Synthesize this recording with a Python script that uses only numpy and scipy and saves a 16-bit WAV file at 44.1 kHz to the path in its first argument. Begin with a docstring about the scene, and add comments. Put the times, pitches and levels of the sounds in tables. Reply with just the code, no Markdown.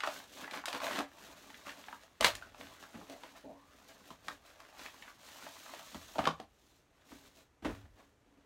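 """Sharp snaps and crinkling come from a taped packing sleeve as a rolled blanket is pulled out of it. The
sleeve buckles, each crease ringing a small panel, while friction makes the fleece hiss along its inside. The
open sleeve scuffs the bedroom floor and gives a rising hollow tone as it slides along; the roll bumps the floor
and is patted. A small furnished room answers every sound with echoes and standing waves."""
import sys
import numpy as np
from scipy import signal
from scipy.fft import rfft
from scipy.io import wavfile
from scipy.ndimage import uniform_filter1d

SR = 44100
rng = np.random.default_rng(int(sys.argv[2]) if len(sys.argv) > 2 else 0)


def dump_mix(stems):
    """Bounce the given channels to the path in sys.argv[1] as a 16-bit WAV at rate SR."""
    frames = np.atleast_2d(stems).T  # one column per channel
    limited = np.clip(frames, -1, 1)  # hard clip at full scale
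    pcm = np.round(limited * 32767).astype(np.int16)
    wavfile.write(sys.argv[1], SR, pcm)


N = 372750
TIME = np.arange(N) / SR
BINS = np.fft.rfftfreq(4096, 1 / SR)


def gain_of(db):
    """Amplitude grows tenfold for every 20 dB."""
    return 10 ** (np.asarray(db) / 20)


def unit_rms(x):
    """Normalisation to a mean power of 1."""
    return x / np.sqrt(np.mean(x ** 2) + 1e-20)


def curve_at(points, hz):
    """Interpolation on a logarithmic frequency axis."""
    f, value = np.transpose(points)
    return np.interp(np.log(hz + 1), np.log(f + 1), value)


def add(mix, start_s, sound):
    """Superposition: a sound joins the mix at its start time."""
    part = mix[round(start_s * SR):][:len(sound)]
    part += sound[:len(part)]


def minimum_phase(gain):
    """Minimum phase gives the most compact impulse response for a spectral shape; its energy is 1."""
    log_gain = np.log(np.maximum(gain / gain.max(), 1e-5))
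    mirrored = np.concatenate([log_gain, log_gain[-2:0:-1]])
    pulse = np.fft.ifft(np.exp(np.conj(signal.hilbert(mirrored)))).real[:len(gain)]
    return pulse / np.linalg.norm(pulse)


def coloured(x, colour):
    """Convolution imposes a spectrum given as points in Hz and dB."""
    return signal.oaconvolve(x, minimum_phase(gain_of(curve_at(colour, BINS))))[:len(x)]


def noise(length, colour):
    """Filtered white noise takes on the filter's spectrum; its rms is 1."""
    return unit_rms(coloured(rng.standard_normal(length), colour))


def whitened(response, width_hz):
    """Inverse filtering evens out the broad colour of a scatter of impulses and keeps their timing."""
    spectrum = rfft(response, 2 * len(response))
    hz = np.fft.rfftfreq(2 * len(response), 1 / SR)
    power = uniform_filter1d(abs(spectrum) ** 2, max(int(width_hz / hz[1]), 1))
    inverse = minimum_phase(np.interp(BINS, hz, abs(power) + 1e-9) ** -.5)
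    even = signal.fftconvolve(response, inverse)
    return even / np.linalg.norm(even)


def wander(length, span):
    """Averaging noise over span points leaves a smooth random fluctuation of rms 1."""
    span = max(int(span), 1)
    return unit_rms(uniform_filter1d(uniform_filter1d(rng.standard_normal(length), span), span))


def resonance(centre_hz, sharpness):
    """A broad resonance: the gain, of rms 1, falls steeply with detuning."""
    detune = (BINS + 1) / centre_hz - centre_hz / (BINS + 1)
    return unit_rms((1 + (sharpness * detune) ** 2 / 2) ** -2)


def gesture(start_s, length_s, attack_s, release_s):
    """The envelope of a movement rises linearly, holds to the end of its length and decays exponentially."""
    t = TIME - start_s
    return np.clip(t / attack_s, 0, 1) * np.exp(-np.clip((t - length_s) / release_s, 0, 20))


def room_noise():
    """Ambient noise: faint, steady and strongest in the bass."""
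    # Each row: frequency in Hz, relative spectral level in dB.
    colour = [(15, -36), (25, -3), (59, 6), (229, -6.5), (285, -2), (545, -6.5), (641, -8), (2110, -14.5),
              (4870, -24.5), (6380, -22), (10400, -31.5), (13600, -32.5), (16000, -46)]
    return gain_of(-70.9) * noise(N, colour)


def echoes(tail_db, early_db):
    """Reverberation at one spot: direct sound, early reflections off furniture and a short diffuse tail."""
    # Each row: frequency in Hz, time to decay by 60 dB in seconds.
    decay_times = [(60, 0.14), (200, 0.11), (700, 0.2), (2500, 0.19), (6000, 0.17), (15000, 0.15)]
    size = SR // 2
    t = TIME[:size]
    taps = rng.choice([-1., 1.], size) * (rng.random(size) < 6000 / SR) * (t > .005)
    hz, frame_s, spectra = signal.stft(taps, SR, nperseg=256)
    decay = gain_of(-60 * frame_s / curve_at(decay_times, hz)[:, None])
    tail = signal.istft(spectra * decay, SR, nperseg=256)[1][:size]
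    early = rng.standard_normal(size) * (rng.random(size) < 1500 / SR)
    early *= (t > .002) * np.exp(-t / .022)
    response = gain_of(tail_db) * tail / np.linalg.norm(tail)
    response += gain_of(early_db) * early / np.linalg.norm(early)
    response[0] += 1  # direct sound
    return whitened(response, width_hz=100)[:size]


def room(x, tail_db, early_db, spots):
    """Reflections depend on position: a moving source steps through the echo patterns of several spots."""
    spot = np.floor(TIME * 17).astype(int) % spots
    return sum(signal.oaconvolve(x * (spot == k), echoes(tail_db, early_db))[:N] for k in range(spots))


def standing_waves(x):
    """Normal modes of room and floor ring as damped oscillators; the path to the listener adds colour."""
    # Each row: mode frequency in Hz, gain re the direct sound in dB, time to decay by 60 dB in seconds.
    modes = [(41, 1.5, .9), (64.7, -7.5, .45), (84, -4.5, .5), (160, 2, 0.21), (234, -8, .2),
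             (280.2, 5, 0.25), (501, -11, .1), (596, 0, 0.098), (657.5, -4, 0.061), (840, -7, 0.2),
             (1150, -9, 0.13)]
    # Each row: frequency in Hz, relative gain of the path in dB.
    path_colour = [(10, -35), (27, -11), (42, -0.5), (100, 3.5), (135, -5), (290, -0.5), (400, -1),
                   (520, 0), (900, -0.5), (1200, -1), (16000, -0.5)]
    t, response = TIME[:SR], np.zeros(SR)
    response[0] = 1
    for hz, db, t60 in modes:
        damping = np.log(1000) / t60
        response += gain_of(db) * 2 * damping / SR * np.exp(-damping * t) * np.cos(2 * np.pi * hz * t)
    return coloured(signal.fftconvolve(x, response)[:N], path_colour)


def scuffs():
    """Sliding friction between the open sleeve and the floor makes short, dull bursts of noise."""
    # Each row: start in seconds, length in seconds, relative level in dB.
    scrapes = [(3.087, 0.052, -55), (3.436, 0.079, -55)]
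    # Each row: frequency in Hz, relative spectral level in dB.
    colour = [(100, -15.5), (220, 1.5), (380, -1.5), (580, 3), (780, -2), (1000, -36), (2000, -44.5)]
    drag = sum(gain_of(db + 2.5) * gesture(start, length, attack_s=.011, release_s=.024)
               for start, length, db in scrapes)
    return drag * noise(N, colour)


def hollow_tone():
    """Cavity resonance: the air in the sleeve sliding along the floor rings with a narrow noise band that rises
    and fades."""
    start_s, length_s = 3.44, .38
    rise_hz_per_s, fade_db_per_s = 1350, 32
    sliding_s = np.clip(TIME - start_s, 0, length_s)
    hz = 830 + rise_hz_per_s * sliding_s
    level = gain_of(-63 - fade_db_per_s * sliding_s)
    level *= gesture(start_s, length_s, attack_s=.011, release_s=.024)
    sway = wander(N, .0043 * SR) + 1j * wander(N, .0036 * SR)
    return level * (sway * np.exp(2j * np.pi * np.cumsum(hz) / SR)).real


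def bumps():
    """Cushioned impacts of roll and hands: a dull thud, a slap of fabric and wrapping, a boom in the floor."""
    # Each row: start in seconds, relative level in dB, thud pitch in Hz, relative boom level in dB,
    # decay time of the contact in seconds.
    impacts = [(0.749, -50, 260, -35, .01), (0.981, -39.5, 294, -45, 0.014), (1.283, -54, 216, -27, 0.006),
               (2.202, -47, 260, -7, 0.027), (2.249, -50, 140, -17, 0.022), (2.607, -59, 200, -9, 0.01),
               (2.941, -49, 203, -24, .021), (4.105, -51, 200, -20, 0.0064), (4.282, -51, 240, -23, .006),
               (5.944, -44.5, 207, -17, 0.011), (6.187, -37, 169, -22, 0.012),
               (6.27, -37.5, 190, -26.5, 0.017), (6.394, -54.5, 275, -24, 0.017),
               (7.116, -50.5, 258, -21.5, 0.0098), (7.622, -51.5, 260, -8, .012),
               (7.646, -35, 272, -15.5, 0.018), (7.69, -47.5, 282, -14.5, 0.021),
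               (7.851, -57.5, 152, -10, 0.0073)]
    # Each row of both spectra: frequency in Hz, relative level in dB.
    slap_colour = [(200, -19), (350, -11), (650, 1.5), (1200, 1), (2500, -8), (5000, -19), (10000, -29.5),
                   (16000, -42)]
    boom_colour = [(22, -25), (38, -7), (80, -2), (110, -6.5), (200, -30), (500, -50)]
    out, t = np.zeros(N), TIME[:16384]
    shake = (1 - np.exp(-t / .0025)) * np.exp(-t / .11)
    for start, db, hz, boom_db, contact_s in impacts:
        press = (1 - np.exp(-t / .0039)) * np.exp(-t / contact_s)
        push = whitened(press * rng.standard_normal(len(t)), width_hz=150) * np.linalg.norm(press)
        thud = signal.fftconvolve(push, minimum_phase(resonance(hz, sharpness=1)))[:len(t)]
        slap = gain_of(-4) * press * noise(len(t), slap_colour)
        boom = gain_of(boom_db - 5.5) * shake * noise(len(t), boom_colour)
        add(out, start, gain_of(db + 6.5) * (thud + slap + boom))
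    return out


def panel(ripple_db, ripple_hz):
    """The modes of a patch of wrapping ripple its gain; modal overlap smooths the ripple in the treble."""
    depth_db = ripple_db / np.sqrt(1 + (BINS / 3000) ** 2)
    return gain_of(depth_db * wander(len(BINS), ripple_hz / BINS[1]))


def grains(colour, per_s, spread_db, ripple_db, clump_db, patches):
    """Shot noise of rms 1: tiny impulses come in clumps and ring different patches as the fold travels."""
    at = np.flatnonzero(rng.random(N) < per_s / SR)
    clicks = np.zeros(N)
    clicks[at] = rng.choice([-1, 1], len(at))
    clicks[at] *= gain_of(spread_db * np.minimum(rng.exponential(1, len(at)), 4))
    clicks *= gain_of(clump_db * wander(N, .008 * SR))
    clicks /= np.sqrt(abs(uniform_filter1d(clicks ** 2, size=3000)) + 1e-9)  # steady overall level
    patch = (np.floor(TIME * 45).astype(int) + rng.integers(0, 3, N)) % patches
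    shape = gain_of(curve_at(colour, BINS))
    panels = np.array([panel(ripple_db, ripple_hz=260) for _ in range(patches)])
    panels /= np.sqrt(np.mean(panels ** 2, axis=0))  # together the patches keep the overall colour
    rings = [minimum_phase(shape * ripple) for ripple in panels]
    return unit_rms(sum(signal.oaconvolve(clicks * (patch == k), rings[k])[:N] for k in range(patches)))


def efforts():
    """Incoherent sources add in power: hold, squeezes and slides set the crinkle, hiss and rub envelopes."""
    # Hands squeeze the sleeve. Each row: start in seconds, length in seconds, relative crinkle level
    # in dB, offsets from it for hiss and for rubbing in dB.
    squeezes = [(0.0, 0.076, -44, -22, -20), (.35, .1, -51.5, -11, -5), (0.492, 0.089, -45.5, -11, -8.5),
                (.665, .04, -44.5, -11, -21), (.715, 0.05, -43, -12, -12), (.8, 0.069, -40.5, -8.5, -19),
                (.84, 0.15, -39.5, -12.5, -11), (1.19, 0.08, -67, 2, -10), (1.65, 0.044, -47.5, -9.5, -10),
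                (1.76, 0.04, -59, -7.5, -8.5), (2.0, 0.039, -61.5, -6.5, -10),
                (2.219, 0.046, -32.5, -6.5, -23.5), (2.588, 0.028, -59, -2, 3.5),
                (2.788, 0.04, -56.5, -4, -5.5), (2.942, 0.085, -63, -7, 8), (3.085, .04, -56, -6, -8),
                (3.21, 0.038, -55, -16, -13), (3.345, 0.041, -58, -8.5, -30.5),
                (3.868, 0.048, -62.5, 0, -15), (4.028, 0.092, -65.5, 1, 0), (4.21, 0.12, -59.5, -2.5, -2.5),
                (4.42, 0.087, -61.5, -4, -22), (4.762, 0.1, -54, -4, -8.5), (5.358, 0.1, -57, -7, -5.5),
                (5.638, .16, -56, -13, -12), (6.138, 0.14, -50.5, -11, 0), (7.329, 0.079, -69, 3.5, 1),
                (7.951, 0.056, -63, -16, -3.5)]
    # The roll slides through sleeve or hands. Each row: start, length and rise time in seconds,
    # relative hiss level in dB, offsets from it for crinkle and for rubbing in dB.
    slides = [(.04, .14, 0.025, -54, 1.5, -7.5), (.26, 0.15, .1, -55.5, -4.5, -5),
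              (1.06, .26, 0.15, -62, 4.5, -3), (1.35, .6, 0.024, -63.5, 1.5, -3),
              (2.32, 0.13, .03, -68, 7.5, 3.5), (2.53, 0.22, 0.057, -64, 5, -4),
              (2.78, .58, .05, -67, 3, -4), (3.6, .51, 0.18, -70, 3.5, -0.5),
              (4.5, 0.23, .09, -71.5, 9.5, -8), (4.72, 0.38, 0.051, -64, 4, -8),
              (5.16, .71, 0.11, -58, -1, -14), (5.849, 0.35, 0.05, -59, -2.5, -8.5),
              (6.42, .35, 0.23, -73, -4.5, -5), (6.85, 0.21, 0.16, -78, 6.5, 2),
              (7.04, 0.13, 0.064, -63, -3.5, -1), (7.19, .08, 0.047, -66, -1, -2),
              (7.62, .12, 0.029, -65, 7.5, 5.5), (7.88, 0.18, .1, -77, 0.5, 4.5),
              (8.15, .3, .15, -92, 15.5, 20.5)]
    held_db, held_until_s = (-71, -75.5, -74.5), 6.45  # the held sleeve rustles faintly
    power = np.outer(gain_of(held_db), TIME < held_until_s) ** 2
    for start, length, db, hiss_db, rub_db in squeezes:
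        squeeze = gesture(start, length, attack_s=.46 * length, release_s=.025)
        power += np.outer(gain_of([db, db + hiss_db, db + rub_db]), squeeze) ** 2
    for start, length, attack, db, crinkle_db, rub_db in slides:
        slide = gesture(start, length, attack, release_s=.059)
        power += np.outer(gain_of([db + crinkle_db, db, db + rub_db]), slide) ** 2
    return np.sqrt(power)


def handling():
    """Buckling crinkles the sleeve and pops sparser wrinkles, while friction makes the fleece hiss and rub."""
    # Each row of the three spectra: frequency in Hz, relative level in dB.
    crinkle_colour = [(180, -33), (300, -8), (425, -11.5), (584, -3), (1040, 1.5), (1780, -2.5),
                      (3520, -10.5), (10600, -28.5), (14000, -31.5), (16000, -45.5)]
    hiss_colour = [(1000, -16), (2500, 0.5), (4000, 3), (4800, -1.5), (6500, 0.5), (8500, -6),
                   (10400, -9.5), (12000, -7.5), (15500, -10)]
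    rub_colour = [(30, -44), (70, -23), (130, -10.5), (200, 4), (300, 0), (500, -4), (900, -15.5),
                  (2500, -42.5)]
    crumpling, sliding, rubbing = efforts()
    crinkle = grains(crinkle_colour, per_s=1100, spread_db=2.5, ripple_db=7, clump_db=2, patches=7)
    wrinkles = grains(crinkle_colour, per_s=60, spread_db=2.5, ripple_db=10, clump_db=2.5, patches=4)
    hiss = grains(hiss_colour, per_s=7000, spread_db=3, ripple_db=2.5, clump_db=2, patches=3)
    rub = grains(rub_colour, per_s=560, spread_db=0, ripple_db=-1, clump_db=5, patches=2)
    buckling = crumpling * (gain_of(-1.84) * crinkle + gain_of(-6) * wrinkles)
    friction = gain_of(.67) * sliding * hiss + gain_of(-1.4) * rubbing * rub
    return buckling + friction


def snaps():
    """Snap-through buckling: a crease flips at once, rings its panel briefly and sets off smaller buckles."""
    # Each row: start in seconds, relative level in dB, panel pitch in Hz, relative crack level in dB.
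    creases = [(.005, -39, 1700, -3.5), (0.0363, -32, 1200, -8), (.0741, -33.5, 806, -7),
               (.4443, -44.5, 1370, -20), (0.4772, -44.5, 1070, -20), (0.5114, -47.5, 1920, 0.5),
               (0.5396, -42, 1260, -6), (.5645, -49, 1200, -8), (.639, -43, 970, -18),
               (.6573, -42, 1420, 5.5), (0.684, -41, 1080, 2), (0.729, -41.5, 1070, 1),
               (.7484, -41, 1040, 0.5), (0.765, -41.5, 890, -4), (.8026, -40, 1130, -5),
               (0.8178, -41, 1040, -8), (.843, -38.5, 980, -5), (.9345, -49, 1200, 0),
               (0.9703, -46, 1520, 2), (0.9895, -36.5, 1280, 0.5), (.9997, -35, 810, -10),
               (1.5027, -52, 1470, -7), (1.5439, -50, 1880, -16), (1.692, -45, 2300, -13),
               (1.8402, -53.5, 1940, -9), (1.8843, -45, 1150, -30), (1.9277, -41.5, 1040, -26),
               (2.2092, -31.5, 770, 3), (2.2258, -31.5, 1400, -10), (2.2456, -21.5, 1040, 1),
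               (2.2564, -33, 1080, -4), (2.2656, -42, 1366, 6.5), (2.3528, -48, 1600, 6),
               (2.424, -46.5, 1180, -6), (2.5462, -53.5, 910, -7), (2.6115, -47, 1044, -8),
               (2.8384, -50.5, 1150, -22), (3.014, -51.5, 750, -18), (3.098, -57.5, 900, 4.5),
               (3.2353, -48, 935, -3), (4.105, -48.5, 720, -4), (4.2834, -37.5, 1330, -1.5),
               (4.603, -54.5, 1200, 1), (4.7938, -52, 750, 0.5), (4.8615, -45, 1680, -9.5),
               (5.024, -49.5, 1930, -10), (5.0787, -50, 1230, -19), (5.4666, -44, 1148, -14),
               (5.662, -51.5, 1070, -16), (5.7367, -47, 829.5, -7), (5.946, -51.5, 920, 2.5),
               (6.1565, -42.5, 610, -11), (6.1835, -36, 650, -6.5), (6.1903, -29.5, 754, -11),
               (6.2415, -39.5, 730, -7), (6.255, -32.5, 1730, -7.5), (6.2679, -34, 695, -10),
               (6.2734, -24.5, 740, -7), (6.4002, -44.5, 830, -3)]
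    out, t = np.zeros(N), TIME[:1024]
    for start, db, hz, crack_db in creases:
        body = resonance(hz, sharpness=.79)
        # A larger, lower panel carries more bass; a sharper crack carries more fizz.
        bass = gain_of(-22 - 8.5 * np.log2(hz / 1000)) * resonance(260, sharpness=.53)
        crack = gain_of(crack_db - 3) * resonance(3000, sharpness=.93)
        fizz = gain_of(-11.5 + 2.1 * crack_db) * resonance(5800, sharpness=.71)
        power = body ** 2 + bass ** 2 + crack ** 2 + fizz ** 2
        ring = minimum_phase(np.sqrt(power) * panel(ripple_db=4, ripple_hz=295))
        buckles = .17 * rng.standard_normal(len(t)) * np.exp(-t / .0037)
        buckles[0] = 1  # the flip itself
        snap = signal.fftconvolve(whitened(buckles, width_hz=590), ring)
        add(out, start, gain_of(db + 26) * np.sqrt(power.mean()) * snap)
    return out


def scene():
    """Superposition: rustle, snaps and blows, each with its own echoes, excite the modes of one room."""
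    background = room_noise()
    rustle = room(handling() + scuffs() + hollow_tone(), tail_db=-7, early_db=-6.5, spots=4)
    cracks = room(snaps(), tail_db=-7.5, early_db=-9.5, spots=4)
    blows = room(bumps(), tail_db=-10.5, early_db=-11, spots=1)
    return (standing_waves(rustle + cracks + blows) + background)[None]


def record(dry):
    """Band limiting: a steep low-pass filter removes the highest treble."""
    cutoff_hz = 15900
    lowpass = signal.firwin(511, cutoff_hz, window=("kaiser", 9), fs=SR)
    return signal.oaconvolve(dry, lowpass[None], "same")


dry = scene()
out = record(dry)
dump_mix(out)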